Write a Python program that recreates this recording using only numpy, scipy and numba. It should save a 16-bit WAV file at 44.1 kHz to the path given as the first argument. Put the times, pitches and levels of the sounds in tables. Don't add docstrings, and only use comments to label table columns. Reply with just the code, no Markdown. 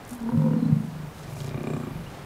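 import sys
import numpy as np
from scipy import signal
from scipy.io import wavfile
from scipy.ndimage import uniform_filter1d
from numba import njit

SR = 44100
rng = np.random.default_rng(int(sys.argv[2]) if len(sys.argv) > 2 else 0)


def waveform_to_disk(signal):
    frames = np.transpose(np.atleast_2d(signal))
    scaled = np.clip(frames, -1, 1) * 32767
    samples = np.round(scaled).astype(np.int16)
    wavfile.write(sys.argv[1], SR, samples)


def volts_from_decibels(level):
    exponent = np.asarray(level, float) / 20
    return 10 ** exponent


N = 99225

THROB = ((.2, .7), (.1, .9), (.6, .65), (.1, .15))


@njit
def svf(x, g, k):
    y, b, l = np.empty(len(x)), 0., 0.
    for i in range(len(x)):
        v = (b + g[i] * (x[i] - l)) / (1 + g[i] * (g[i] + k[i]))
        b = 2 * v - b
        l = l + 2 * g[i] * v
        y[i] = k[i] * v
    return y


def band(x, hz, width):
    hz, one = np.clip(hz, 10, .45 * SR), np.ones(len(x))
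    return svf(x + 1e-18, one * np.tan(np.pi * hz / SR), one * width / hz)


def unit(x):
    return x / np.sqrt(np.mean(x ** 2))


def walk(rate):
    k = int(SR / rate)
    steps = np.repeat(rng.standard_normal(N // k + 1), k)
    return 1.3 * uniform_filter1d(uniform_filter1d(steps, k), k)[:N]


def bump(start, length):
    return np.sin(np.pi * np.clip((np.arange(N) / SR - start) / length, 0, 1))


def add(out, s, piece):
    i = int(s * SR)
    out[i:i + len(piece)] += piece[:N - i]


def first_grunt():
    # (time [s], rate [claps per s])
    claps_1 = [
        (.24, 39),
        (.287, 32.09),
        (.37, 39.99),
        (.43, 48.92),
        (.52, 38.13),
        (.62, 31.21),
        (.8, 25.56),
        (1.11, 24.98),
    ]
    # (time [s], effort [dB], chest share [dB], mouth opening [dB], mouth pitch [factor])
    effort_1 = [
        (.2, -33, -12, -8, 0.89),
        (0.295, -44.5, -3, 14.5, 0.94),
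        (.36, -31.5, 6, 0.5, 1.08),
        (0.459, -26, -8, 3, 1.017),
        (0.619, -21.5, -11.5, -7, 0.949),
        (0.718, -31.5, 12, -6, 0.96),
        (.83, -44.5, 11.5, -7, 0.93),
        (0.939, -53, 22, -1, 1.22),
        (1.15, -63, 2, -6, 1.4),
    ]
    # (centre [Hz], width [Hz], level [dB])
    tract_1 = [
        (154.5, 34, -1.5),
        (111, 24, -18.5),
        (227.2, 22, 1),
        (286, 44, -16),
        (384, 140, -15),
        (504.3, 27, -12),
        (947, 127, -19),
        (1450, 250, -32),
    ]
    # (time [s], pitch [Hz], level [dB])
    throat_before = [(.1, 236.6, -63), (.122, 241.4, -31.5), (.18, 238, -46.5), (.238, 225.4, -35),
                     (.3, 233.4, -25.5), (.32, 235, -49)]
    throat_1 = [(.31, 234, -29.5), (.345, 234.6, -21.5), (.405, 214.6, -32.5), (.474, 219.8, -19.5),
                (.502, 232, -30.5), (.54, 229.8, -20.5), (.58, 229.5, -30), (.76, 217.2, -27.5),
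                (.92, 205.6, -47.5)]
    chest_1 = [(0.35, 158, -48), (0.385, 152.9, -21), (0.532, 155.9, -25.5), (0.59, 167.4, -32),
               (0.665, 165, -32.5), (0.73, 144.8, -20.5), (0.81, 159, -43.5), (0.992, 151.7, -34.5),
               (1.12, 144.4, -43.5)]
    lines = [(throat_before, THROB[3]), (throat_1, THROB[0]), (chest_1, THROB[1])]
    return grunt(claps_1, effort_1, tract_1, lines)


def second_grunt():
    # (time [s], rate [claps per s])
    claps_2 = [
        (1.24, 27),
        (1.275, 19.64),
        (1.45, 29.13),
        (1.6, 31.73),
        (1.7, 31.63),
        (1.82, 29.1),
        (1.885, 27),
        (1.92, 24.6),
        (2.0, 23.56),
    ]
    # (time [s], effort [dB], chest share [dB], mouth opening [dB], mouth pitch [factor])
    effort_2 = [
        (1.129, -62.5, 11, -2, 0.61),
        (1.281, -54.5, 15.5, 5.5, 0.89),
        (1.47, -46, 6.5, 5, 1),
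        (1.54, -42, 3.5, 4.5, 0.99),
        (1.62, -38, -5, 1.5, 0.89),
        (1.68, -34, -4, 3, 0.99),
        (1.77, -35, 0.5, -1.5, 0.93),
        (1.89, -41, 3.5, 0.5, 0.91),
        (2.24, -66, 14, -16, .9),
    ]
    # (centre [Hz], width [Hz], level [dB])
    tract_2 = [(154.8, 15.2, 1), (122.5, 56, -1), (228.8, 21.7, 1), (280.5, 30, -7), (391.4, 43, -4.5),
               (610, 290, -8.5), (1138, 125, -14), (1680, 900, -25), (2400, 110, -19), (2770, 81, -29.5),
               (3750, 230, -30), (4240, 81, -36), (7440, 360, -26), (8300, 93, -31)]
    # (time [s], pitch [Hz], level [dB])
    chest_2 = [(1.3, 149.1, -48), (1.466, 139.1, -38), (1.526, 132.4, -39), (1.686, 153, -33),
               (1.844, 142.9, -40.5), (2.006, 171.3, -38.5), (2.038, 166, -61), (2.06, 165.1, -33.5)]
    return grunt(claps_2, effort_2, tract_2, [(chest_2, THROB[2])])


def grunt(claps, effort, tract, lines):
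    jitter_s, shimmer_db, drift = .0005, 1.0, .012
    rasp_db, rasp_share = -12, .45
    soften, bright_hz, bright_gain, lip_delay_s = 2.3, 800, 1.7, .0015
    # (time [s], length [s], lowest frequency [Hz], extra rasp [dB])
    nostril = (1.63, .29, 6000, 18)
    # (low edge [Hz], high edge [Hz])
    tongue_hz = (1050, 1300)

    t, claps, effort = np.arange(N) / SR, np.array(claps).T, np.array(effort).T
    rate = np.interp(t, *claps)
    phase = np.cumsum(rate) / SR
    phase = phase - phase[int((claps[0, 1] + .0015) * SR)]
    at = np.flatnonzero(np.diff(np.floor(phase)))
    chance = rng.standard_normal((len(at), 2 + len(tract))).T
    at = np.clip(at + (jitter_s * SR * chance[0]).astype(int), 0, N - 999)
    rasp = volts_from_decibels(rasp_db) * np.exp(-(phase % 1) / rasp_share) * rng.standard_normal(N)

    level, chest, mouth = (volts_from_decibels(np.interp(t, effort[0], c)) for c in effort[1:4])
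    level = level * (t > effort[0, 0]) * (t < effort[0, -1])
    pitch = np.interp(t, effort[0], effort[4])
    out = sum(sing(line, phase, throb) for line, throb in lines)
    for k, (hz, width, db) in enumerate(tract):
        bright, nose = hz > bright_hz, hz > nostril[2]
        drive = rasp * volts_from_decibels(nose * nostril[3])
        shimmer = volts_from_decibels(shimmer_db * (chance[1] + (1 + .5 * bright) * chance[k + 2]))
        drive[at + int(bright * lip_delay_s * SR)] += np.sqrt(SR / rate[at]) * shimmer

        if hz < 180:
            share = chest
        elif hz < 300 or tongue_hz[0] < hz < tongue_hz[1]:
            share = 1
        else:
            share = mouth ** (bright_gain if bright else 1)
        if nose:
            share = share * bump(*nostril[:2])

        centre = hz * (pitch if 300 < hz < 800 else 1)
        wander = 1 + drift * walk(8.3) * min(1, 600 / hz)
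        ring = band(drive * level * share, centre * wander, width)
        ring = band(ring, centre, soften * width)
        out = out + (-1) ** k * volts_from_decibels(db) * np.sqrt(SR / np.pi / width) * ring
    return out


def sing(line, phase, throb):
    t, line = np.arange(N) / SR, np.array(line).T
    throb = np.interp(t, line[0, [0, -1]], throb)
    pulse = np.exp(-(((phase - .1) % 1) / .68) ** 2.5)
    swell = uniform_filter1d(1 - throb + 1.5 * throb * pulse, SR // 140)
    edge = np.clip(np.minimum(t - line[0, 0], line[0, -1] - t) / .02, 0, 1)
    hz = np.interp(t, line[0], line[1]) * (1 + .012 * walk(40.7))
    db = np.interp(t, line[0], line[2]) + 1 + 0.5 * walk(26.6)
    return np.sqrt(2) * volts_from_decibels(db) * edge * swell * np.sin(2 * np.pi * np.cumsum(hz) / SR)


def gulp():
    # (time [s], length [s], start pitch [Hz], end pitch [Hz], level [dB])
    chest_gulp = (.315, .075, 165, 98, -31)
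    start, length, from_hz, to_hz, db = chest_gulp
    hz = np.interp(np.arange(N) / SR, [start, start + length * 0.52], [from_hz, to_hz])
    return volts_from_decibels(db) * np.sqrt(2 * bump(start, length)) * np.sin(2 * np.pi * np.cumsum(hz) / SR)


def litter():
    # (time [s], peak level [dB], centre [Hz])
    ticks = [(0.051, -28.5, 6000), (0.0625, -35, 8000), (0.0775, -32, 10000), (0.092, -30, 10000),
             (0.0945, -29, 7000), (0.099, -39, 9100), (0.1077, -26.5, 10000), (0.111, -30, 4970),
             (0.1155, -36, 10000), (0.123, -38, 11900), (0.13, -28, 10900), (0.1325, -28, 7000),
             (0.136, -34, 9100), (0.14, -34, 8500), (0.148, -27, 11000), (0.153, -31, 9500),
             (0.168, -38, 12000), (0.18, -35, 10000), (0.204, -32, 5970), (0.22, -37, 8500),
             (0.2295, -35, 8500), (0.3017, -36, 3670), (0.352, -46, 4500), (0.376, -33, 4260),
             (0.421, -32, 3500), (1.3578, -32, 6000), (1.404, -22, 3340), (1.412, -30, 6000),
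             (1.419, -30, 5000), (1.434, -35, 7500), (1.445, -28.5, 5000), (1.462, -33, 7000),
             (1.4705, -30.5, 7000), (1.478, -33, 5000), (1.484, -35, 11000), (1.4927, -26.5, 3000),
             (1.501, -36, 4000), (1.6328, -29.5, 8250)]
    # (time [s], length [s], level [dB], centre [Hz])
    rustles = [
        (.06, 0.12, -54, 9400),
        (1.13, 0.23, -55, 4350),
        (1.28, 0.074, -53.5, 10000),
        (1.348, .09, -49.5, 6700),
        (1.407, 0.096, -51, 4800),
        (0.736, .25, -61.5, 8000),
        (1.907, .5, -57.5, 2400),
        (2.115, 0.11, -44, 89),
    ]
    out, t = np.zeros(N), np.arange(SR // 50) / SR
    for s, db, hz in ticks:
        snap = rng.standard_normal(len(t)) * np.exp(-t / 0.00085)
        tick = band(band(snap, hz, hz), hz, hz)
        add(out, s, volts_from_decibels(db - 7) * tick / np.abs(tick).max())
    for s, length, db, hz in rustles:
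        grains = rng.standard_normal(N) * volts_from_decibels(2.5 * walk(250) + 1.6 * walk(45))
        out = out + volts_from_decibels(db) * bump(s, length) ** .7 * unit(band(grains, hz, 1.2 * hz))
    return out


def trill():
    # (time [s], start pitch [Hz], level [dB])
    chirps = [(.52, 4450, -75), (.548, 4370, -80), (.572, 4130, -71), (.582, 4448, -75), (0.596, 4000, -67),
              (.624, 4000, -66), (0.648, 3890, -62.5), (0.68, 4250, -69), (0.527, 2680, -68),
              (.56, 2940, -79), (1.403, 3120, -59), (2.063, 2750, -59)]
    chirp_s, rise = .013, 0.079
    out, t = np.zeros(N), np.arange(int(chirp_s * SR)) / SR
    for s, hz, db in chirps:
        whistle = np.sin(2 * np.pi * hz * t * (1 + rise * t / chirp_s / 2))
        add(out, s, volts_from_decibels(db + 14) * np.sin(np.pi * t / chirp_s) * whistle)
    return out


def rocks(x):
    t60_s, wall_db = .22, -16
    t = np.arange(SR // 2) / SR
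    decay = np.exp(-t * np.log(1000) / t60_s)
    tail = band(rng.standard_normal(len(t)), 726.0, 1580.0) * decay * (t > .008)
    return volts_from_decibels(wall_db) * signal.fftconvolve(x, tail / np.sqrt(np.sum(tail ** 2)))[:N]


def gust():
    # (time [s], length [s], pitch [Hz], level [dB])
    thud = (1.92, .13, 51, -40)
    s, length, hz, db = thud
    t = np.arange(N) / SR
    return volts_from_decibels(db) * bump(s, length) ** .5 * np.sin(2 * np.pi * hz * (t - s) + 1.2 * walk(12))


def hum():
    # (frequency [Hz], density [dB per Hz])
    spectrum = [(25, -6), (48, 2.5), (72, -17.5), (110, 5.5), (200, -5.5), (400, -7), (850, -9),
                (2290, -21), (5500, -30), (12000, -31), (15500, -30.5)]
    out, swell, curve = 0, walk(0.65), np.array(spectrum).T
    for hz in 25 * 2 ** np.arange(0, 9.6, .4):
        db = np.interp(np.log(hz), np.log(curve[0]), curve[1]) + 1.8 * swell + 1.2 * walk(11.93)
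        noise = band(rng.standard_normal(N), hz, hz * 0.75)
        out = out + volts_from_decibels(db) * band(noise, hz, hz * 0.75)
    return volts_from_decibels(-42) * unit(out)


def scene():
    near = first_grunt() + second_grunt() + gulp() + litter() + trill()
    return (near + rocks(near) + gust() + hum())[None]


def roll_off(x):
    return signal.sosfilt(signal.butter(12, 15640, fs=SR, output="sos"), x)


def record(dry):
    top_edge = signal.ellip(10, .2, 70, 15700, fs=SR, output="sos")
    mix = signal.sosfilt(top_edge, dry)
    return roll_off(mix)


dry = scene()
out = record(dry)
waveform_to_disk(out)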